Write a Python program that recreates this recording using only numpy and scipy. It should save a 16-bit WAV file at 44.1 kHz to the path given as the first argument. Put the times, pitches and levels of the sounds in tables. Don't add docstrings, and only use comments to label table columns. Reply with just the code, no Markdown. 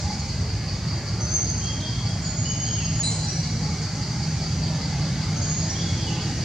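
import sys
import numpy as np
from scipy import signal
from scipy.fft import rfft, irfft
from scipy.io import wavfile
from scipy.ndimage import uniform_filter1d

SR = 44100
rng = np.random.default_rng(int(sys.argv[2]) if len(sys.argv) > 2 else 0)


def output_pcm(signal):
    pcm = np.clip(np.atleast_2d(signal).T, -1, 1) * 32767
    wavfile.write(sys.argv[1], SR, np.round(pcm).astype(np.int16))


N = 284004
TIME = np.arange(N) / SR


def gain_of(db):
    return 10 ** (np.asarray(db) / 20)


def evened(x):
    return x / np.sqrt(np.mean(x ** 2) + 1e-20)


def read(points, hz):
    f, value = np.transpose(points)
    return np.interp(np.log(hz + 1), np.log(f + 1), value)


def follow(rows, t=TIME):
    s, *columns = np.transpose(rows)
    return [np.interp(t, s, c) for c in columns]


def add(mix, s, sound):
    part = mix[round(s * SR):][:len(sound)]
    part += sound[:len(part)]


def wander(rate_hz):
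    hz = np.fft.rfftfreq(N, 1 / SR)
    return evened(irfft(rfft(rng.standard_normal(N)) * np.exp(-(hz / rate_hz) ** 2), N))


# frequency in Hz, left-right likeness from 0 to 1.
LIKENESS = [(60, .9955), (200, .994), (380, .975), (700, .95), (1300, .91), (2400, .85), (3500, .72),
            (4700, .6), (6800, .25), (15000, .05)]
# frequency in Hz, lead of the left port in radians.
LEFT_LEAD = [(0, 0), (2500, 0), (4650, -.5), (5800, -.4), (6600, -.9), (7500, 0)]


def air_noise(spectrum, patchy_db, size=1024):
    hz = np.fft.rfftfreq(size, 1 / SR)
    draws = rng.standard_normal((5, N * 4 // size + 5, len(hz)))
    a, b, c, d, patches = draws.transpose(0, 2, 1)
    patches = uniform_filter1d(patches, size=7, axis=0)
    patches = evened(uniform_filter1d(patches, size=5, axis=1))
    same = np.clip(read(LIKENESS, hz), -1, 1)[:, None]
    left = a + 1j * b
    right = same * left + np.sqrt(1 - same ** 2) * (c + 1j * d)
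    right = right * np.exp(-1j * read(LEFT_LEAD, hz))[:, None]
    z = np.array([left, right]) * gain_of(read(spectrum, hz)[:, None] + patchy_db * patches)
    return evened(signal.istft(z, nperseg=size, noverlap=size - size // 4)[1][:, :N])


def slur(length, hz, glide_hz, bend, trill_hz=0):
    t = np.arange(int(length * SR)) / SR
    pitch = (hz + glide_hz * (t / length - .5)) * (1 + bend[:len(t)])
    pitch = pitch + trill_hz * np.sin(2 * np.pi * (135 * t + rng.random()))
    envelope = np.sqrt(2) * evened(signal.windows.tukey(len(t), .45))
    return 2 * np.pi * np.cumsum(pitch) / SR, envelope


FIRST_STROKE_S, STROKES_PER_S, SLOWING_PER_S2 = .087, 5.138, .0213
# frequency in Hz, relative density in dB.
RASP_COLOUR = [(3000, -42), (3900, -21.5), (4200, -4.5), (4500, 2.5), (4720, 7), (4900, 0.5), (5100, -3),
               (5500, -7), (6300, -46), (10000, -65)]


def rasping_insect():
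    t = TIME - FIRST_STROKE_S
    strokes = 1 + STROKES_PER_S * t - SLOWING_PER_S2 * t ** 2 / 2
    stroke = strokes.astype(int)
    age = strokes % 1 / STROKES_PER_S
    flare = (1 - np.exp(-(age / 0.012) ** 2)) * np.exp(-age / 0.078)
    force = gain_of(-33.5 + rng.standard_normal(stroke[-1] + 1) / 2)[stroke]
    return np.hypot(force * flare, gain_of(-41)) * air_noise(RASP_COLOUR, patchy_db=1)


RUN_START_S, RUN_STEP_S, RUN_NOTE_S = 2.251, .113, 0.048
RUN_FIRST_HZ, RUN_LAST_HZ, RUN_SETTLE_S, RUN_TRILL_HZ = 6910, 6570, .125, 30
RUN_DB, RUN_ENDS_DB = -27, -5


def chirp_run(count):
    t = np.arange(count) * RUN_STEP_S
    hz = RUN_LAST_HZ + (RUN_FIRST_HZ - RUN_LAST_HZ) * np.exp(-t / RUN_SETTLE_S)
    db = RUN_DB + RUN_ENDS_DB * np.linspace(-1, 1, count) ** 2
    return [(RUN_START_S + s, RUN_NOTE_S, f, level, RUN_TRILL_HZ) for s, f, level in zip(t, hz, db)]


CHIRP_SAG = .012
CHIRP_WET = 0.88
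# start in seconds, length in seconds, pitch in Hz, level in dB before the trees,
# trill depth in Hz.
CHIRP_NOTES = [ (1.2, 0.049, 6190, -27.5, 66), (1.31, 0.03, 6290, -24.5, 83),
               (1.329, 0.051, 6290, -19.5, 110), (2.217, 0.038, 6990, -32.5, 30),
               (3.267, 0.033, 5770, -27.5, 6.2), (4.283, .03, 6120, -37, 5), (5.355, .04, 6260, -32.5, 20),
               (5.408, .041, 6560, -28, 310), (5.473, 0.049, 6715, -26.5, 160),
               (5.555, 0.034, 6570, -31, 150), (5.683, 0.038, 5710, -32, 18)]


def chirps():
    out, unsteady = np.zeros(N), 0.0071 * wander(162)
    for s, length, hz, db, trill_hz in CHIRP_NOTES + chirp_run(count=6):
        angle, swell = slur(length, hz, -CHIRP_SAG * hz, unsteady[round(s * SR):], trill_hz)
        add(out, s, gain_of(db) * swell * np.sin(angle))
    return np.sqrt(1 - CHIRP_WET) * out, np.sqrt(CHIRP_WET) * out


# start in seconds, length in seconds, pitch in Hz, glide in Hz,
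# fundamental in dB and octave in dB, both before the trees.
SQUEAK_SYLLABLES = [ (2.95, .048, 3540, -180, -63, -36), (2.996, 0.028, 3400, -12, -56, -24.5),
                    (3.029, 0.035, 3983, 30, -29.5, -30), (3.054, 0.034, 4115, 30, -28.5, -37.5),
                    (3.082, 0.031, 3630, -20, -51, -32)]


def squeak():
    out, unsteady = np.zeros(N), 0.007 * wander(277)
    for s, length, hz, glide_hz, first_db, octave_db in SQUEAK_SYLLABLES:
        angle, swell = slur(length, hz, glide_hz, unsteady[round(s * SR):])
        fundamental = gain_of(first_db) * np.sin(angle)
        octave = gain_of(octave_db) * np.sin(2 * angle)
        add(out, s, swell * (fundamental + octave))
    return out


# start in seconds, length in seconds, pitch in Hz, glide in Hz,
# level in dB before the trees, rms quaver as a share of pitch.
WHISTLE_NOTES = [ (1.595, 0.13, 3217, 130, -40, 0.012), (1.797, .02, 3565, -150, -39, .02),
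                 (1.81, 0.046, 3240, -15, -35.5, 0.0087), (1.95, 0.037, 3314, -13, -37.5, 0.0066),
                 (2.44, 0.075, 2987, 160, -36.5, .015), (2.65, .07, 3180, 120, -38, .02),
                 (2.73, 0.12, 2813, -600, -38.5, .026), (5.74, 0.0848, 3364, 340, -36, .016),
                 (5.915, .125, 3290, -260, -41, .02), (6.06, 0.052, 2884, -300, -36, 0.032),
                 (6.15, 0.036, 2590, -50, -43, .02)]


def whistles():
    out, unsteady = np.zeros(N), wander(112)
    for s, length, hz, glide_hz, db, quaver in WHISTLE_NOTES:
        angle, swell = slur(length, hz, glide_hz, quaver * unsteady[round(s * SR):])
        add(out, s, gain_of(db) * swell * np.sin(angle))
    return out


# start in seconds, onset level in dB before the trees, centre in Hz.
TWIG_TICKS = [(1.803, -38, 4500), (2.088, -38, 6800), (3.113, -31, 6300), (6.21, -39, 5000)]


def twigs():
    out, t = np.zeros(N), np.arange(SR // 20) / SR
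    for s, db, hz in TWIG_TICKS:
        wood = signal.lfilter(*signal.iirpeak(hz, 3.5, fs=SR), rng.standard_normal(len(t)))
        wood = signal.sosfilt(signal.butter(4, 8000, fs=SR, output="sos"), wood)
        add(out, s, gain_of(db) * evened(wood) * np.exp(-t / 0.019))
    return out


# frequency in Hz, time to fall by 60 dB in seconds.
FOREST_DECAY = [(2500, 1.1), (4000, 1.74), (6300, 1.38), (8000, 1.14), (12000, 0.82)]


def forest(direct, scattered, lag, pan_db, one_side, all_round):
    hz, t, z = signal.stft(rng.standard_normal((3, SR)), SR, nperseg=256)
    near_leaves = 1 + 0.45 * np.exp(-t / 0.014)
    decay = gain_of(-60 * t / read(FOREST_DECAY, hz)[:, None])
    tail = signal.istft(z * near_leaves * decay, SR, nperseg=256)[1]
    echoes = signal.fftconvolve(scattered[None], tail / np.linalg.norm(tail[0]), axes=1)[:, :N]
    sides = np.array([[1], [-1]]) / 2
    steering = gain_of(sides * pan_db) * np.exp(2j * np.pi * np.fft.rfftfreq(N) * sides * lag)
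    steered = irfft(rfft(direct + one_side * echoes[0]) * steering, N)
    return steered + all_round * echoes[1:]


# time in seconds, level in dB.
CHORUS_LEVEL = [(0, -36), (.5, -42.5), (3.6, -38.5), (5.2, -39.5), (6.44, -37.5)]
# frequency in Hz, relative density in dB.
CHORUS_COLOUR = [(2500, -34), (3800, -12.5), (4400, 0), (5200, -0.5), (5700, -0.5), (6300, 1.5), (6800, -1),
                 (7400, -7), (8000, -13.5), (9000, -21), (10000, -27.5), (12000, -42), (15500, -70)]


def insect_chorus():
    level_db = follow(CHORUS_LEVEL)[0] + 0.44 * wander(25)
    return gain_of(level_db) * air_noise(CHORUS_COLOUR, patchy_db=1.6)


# time in seconds, level in dB.
SIZZLE_LEVEL = [(0, -50), (1.2, -63), (4.4, -52), (4.8, -47), (6.44, -47.5)]
# frequency in Hz, relative density in dB.
SIZZLE_COLOUR = [(1000, -70), (2000, -32), (2600, -6), (3100, 0.5), (3700, 2), (4100, 3.5), (5000, -33),
                 (9000, -70)]


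def sizzle():
    return gain_of(follow(SIZZLE_LEVEL)[0]) * air_noise(SIZZLE_COLOUR, patchy_db=2.5)


# time in seconds, deep rumble in dB, boom in dB, tyre noise in dB.
ROAD_LEVELS = [(0, -28, -31, -40), (1.3, -30.5, -31.5, -39.3), (2.2, -30.5, -29.5, -40),
               (3.4, -31.5, -28.7, -39.5), (4.8, -31, -28.5, -38.5), (5.5, -31, -29, -38.5),
               (6.44, -31, -27, -37.5)]
# frequency in Hz, relative density in dB.
RUMBLE_COLOUR = [(15, -55), (25, -36), (32, -29), (42, -15.5), (60, -4.5), (80, -1), (100, 1.5), (125, -7),
                 (200, -22.5), (500, -66)]
BOOM_COLOUR = [(40, -46), (80, -15.5), (105, -1), (140, 1), (170, -4), (195, -7), (230, -11.5),
               (265, -15.5), (320, -20), (380, -32), (900, -64)]
TYRE_COLOUR = [(120, -32), (250, 0.5), (360, 0.5), (440, 1.5), (490, -2.5), (610, 0.5), (730, -2),
               (880, -4), (1050, -5), (1850, -6.5), (2150, -2.5), (2500, -9), (3600, -12.5), (7000, -22.5),
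               (11000, -35), (15000, -48)]
NEARING_COLOUR = [(150, -22), (205, 0), (265, -0.5), (340, -7.5), (450, -13), (700, -40), (2000, -100)]
NEARING_END_DB, NEARING_DB_PER_S = -42.5, 5


def traffic():
    rumble_db, boom_db, tyres_db = follow(ROAD_LEVELS)
    rumble = gain_of(rumble_db) * air_noise(RUMBLE_COLOUR, patchy_db=.6, size=8192)
    boom = gain_of(boom_db) * air_noise(BOOM_COLOUR, patchy_db=1.37, size=4096)
    tyres = gain_of(tyres_db) * air_noise(TYRE_COLOUR, patchy_db=3.0, size=4096)
    nearing_db = NEARING_END_DB - NEARING_DB_PER_S * (TIME[-1] - TIME)
    nearing = gain_of(nearing_db) * air_noise(NEARING_COLOUR, patchy_db=1.5, size=4096)
    return rumble + boom + tyres + nearing


# time in seconds, pitch in Hz, fundamental in dB, octave in dB.
ENGINE_CURVE = [(0, 173, -52, -55.5), (1.2, 174, -41, -54), (3.2, 160, -32.5, -60), (5.4, 155, -33.5, -50),
                (5.9, 165, -34.5, -45.5), (6.44, 163.4, -39, -45)]


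def engine_drone():
    hz, first_db, octave_db = follow(ENGINE_CURVE)
    angle = 2 * np.pi * np.cumsum(hz * (1 + 0.00968 * wander(7))) / SR
    fundamental = gain_of(first_db) * np.sin(angle)
    octave = gain_of(octave_db) * np.sin(2 * angle)
    return np.sqrt(2) * (fundamental + octave) * gain_of(2 * wander(11))


MOAN_SWELL_S, MOAN_REST_DB = 0.21, -50.5
# peak time in seconds, level in dB, added in power to the floor.
MOAN_SWELLS = [(.08, -44.5), (1.25, -48), (3.7, -48.5), (4.8, -46), (6.3, -49.5)]
# frequency in Hz, relative density in dB.
MOAN_COLOUR = [(600, -50), (735, -13), (765, 1), (795, 2), (840, -1), (880, -7), (1100, -69)]


def moan():
    swells = sum(gain_of(db) * np.exp(-((TIME - s) / MOAN_SWELL_S) ** 2) for s, db in MOAN_SWELLS)
    level = np.hypot(swells, gain_of(MOAN_REST_DB))
    return level * air_noise(MOAN_COLOUR, patchy_db=5.0, size=4096)


def scene():
    song, near = whistles(), squeak() + twigs()
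    chirping = forest(*chirps(), lag=-2.05, pan_db=-2.5, one_side=0.57, all_round=0.61)
    whistling = forest(song / 10, song, lag=0.074, pan_db=-2.5, one_side=0.72, all_round=0.44)
    squeaking = forest(0.78 * near, 0.93 * near, lag=1.68, pan_db=-0.5, one_side=0.67, all_round=.45)
    calls = chirping + whistling + squeaking
    insects = rasping_insect() + insect_chorus() + sizzle()
    return calls + insects + traffic() + engine_drone() + moan()


EDGE_HZ = 15700


def record(dry):
    ports = dry * gain_of([[-.28], [.28]])
    lowpass = signal.firwin(511, EDGE_HZ, window=("kaiser", 9), fs=SR)
    return signal.oaconvolve(ports, lowpass[None], "same")


dry = scene()
out = record(dry)
output_pcm(out)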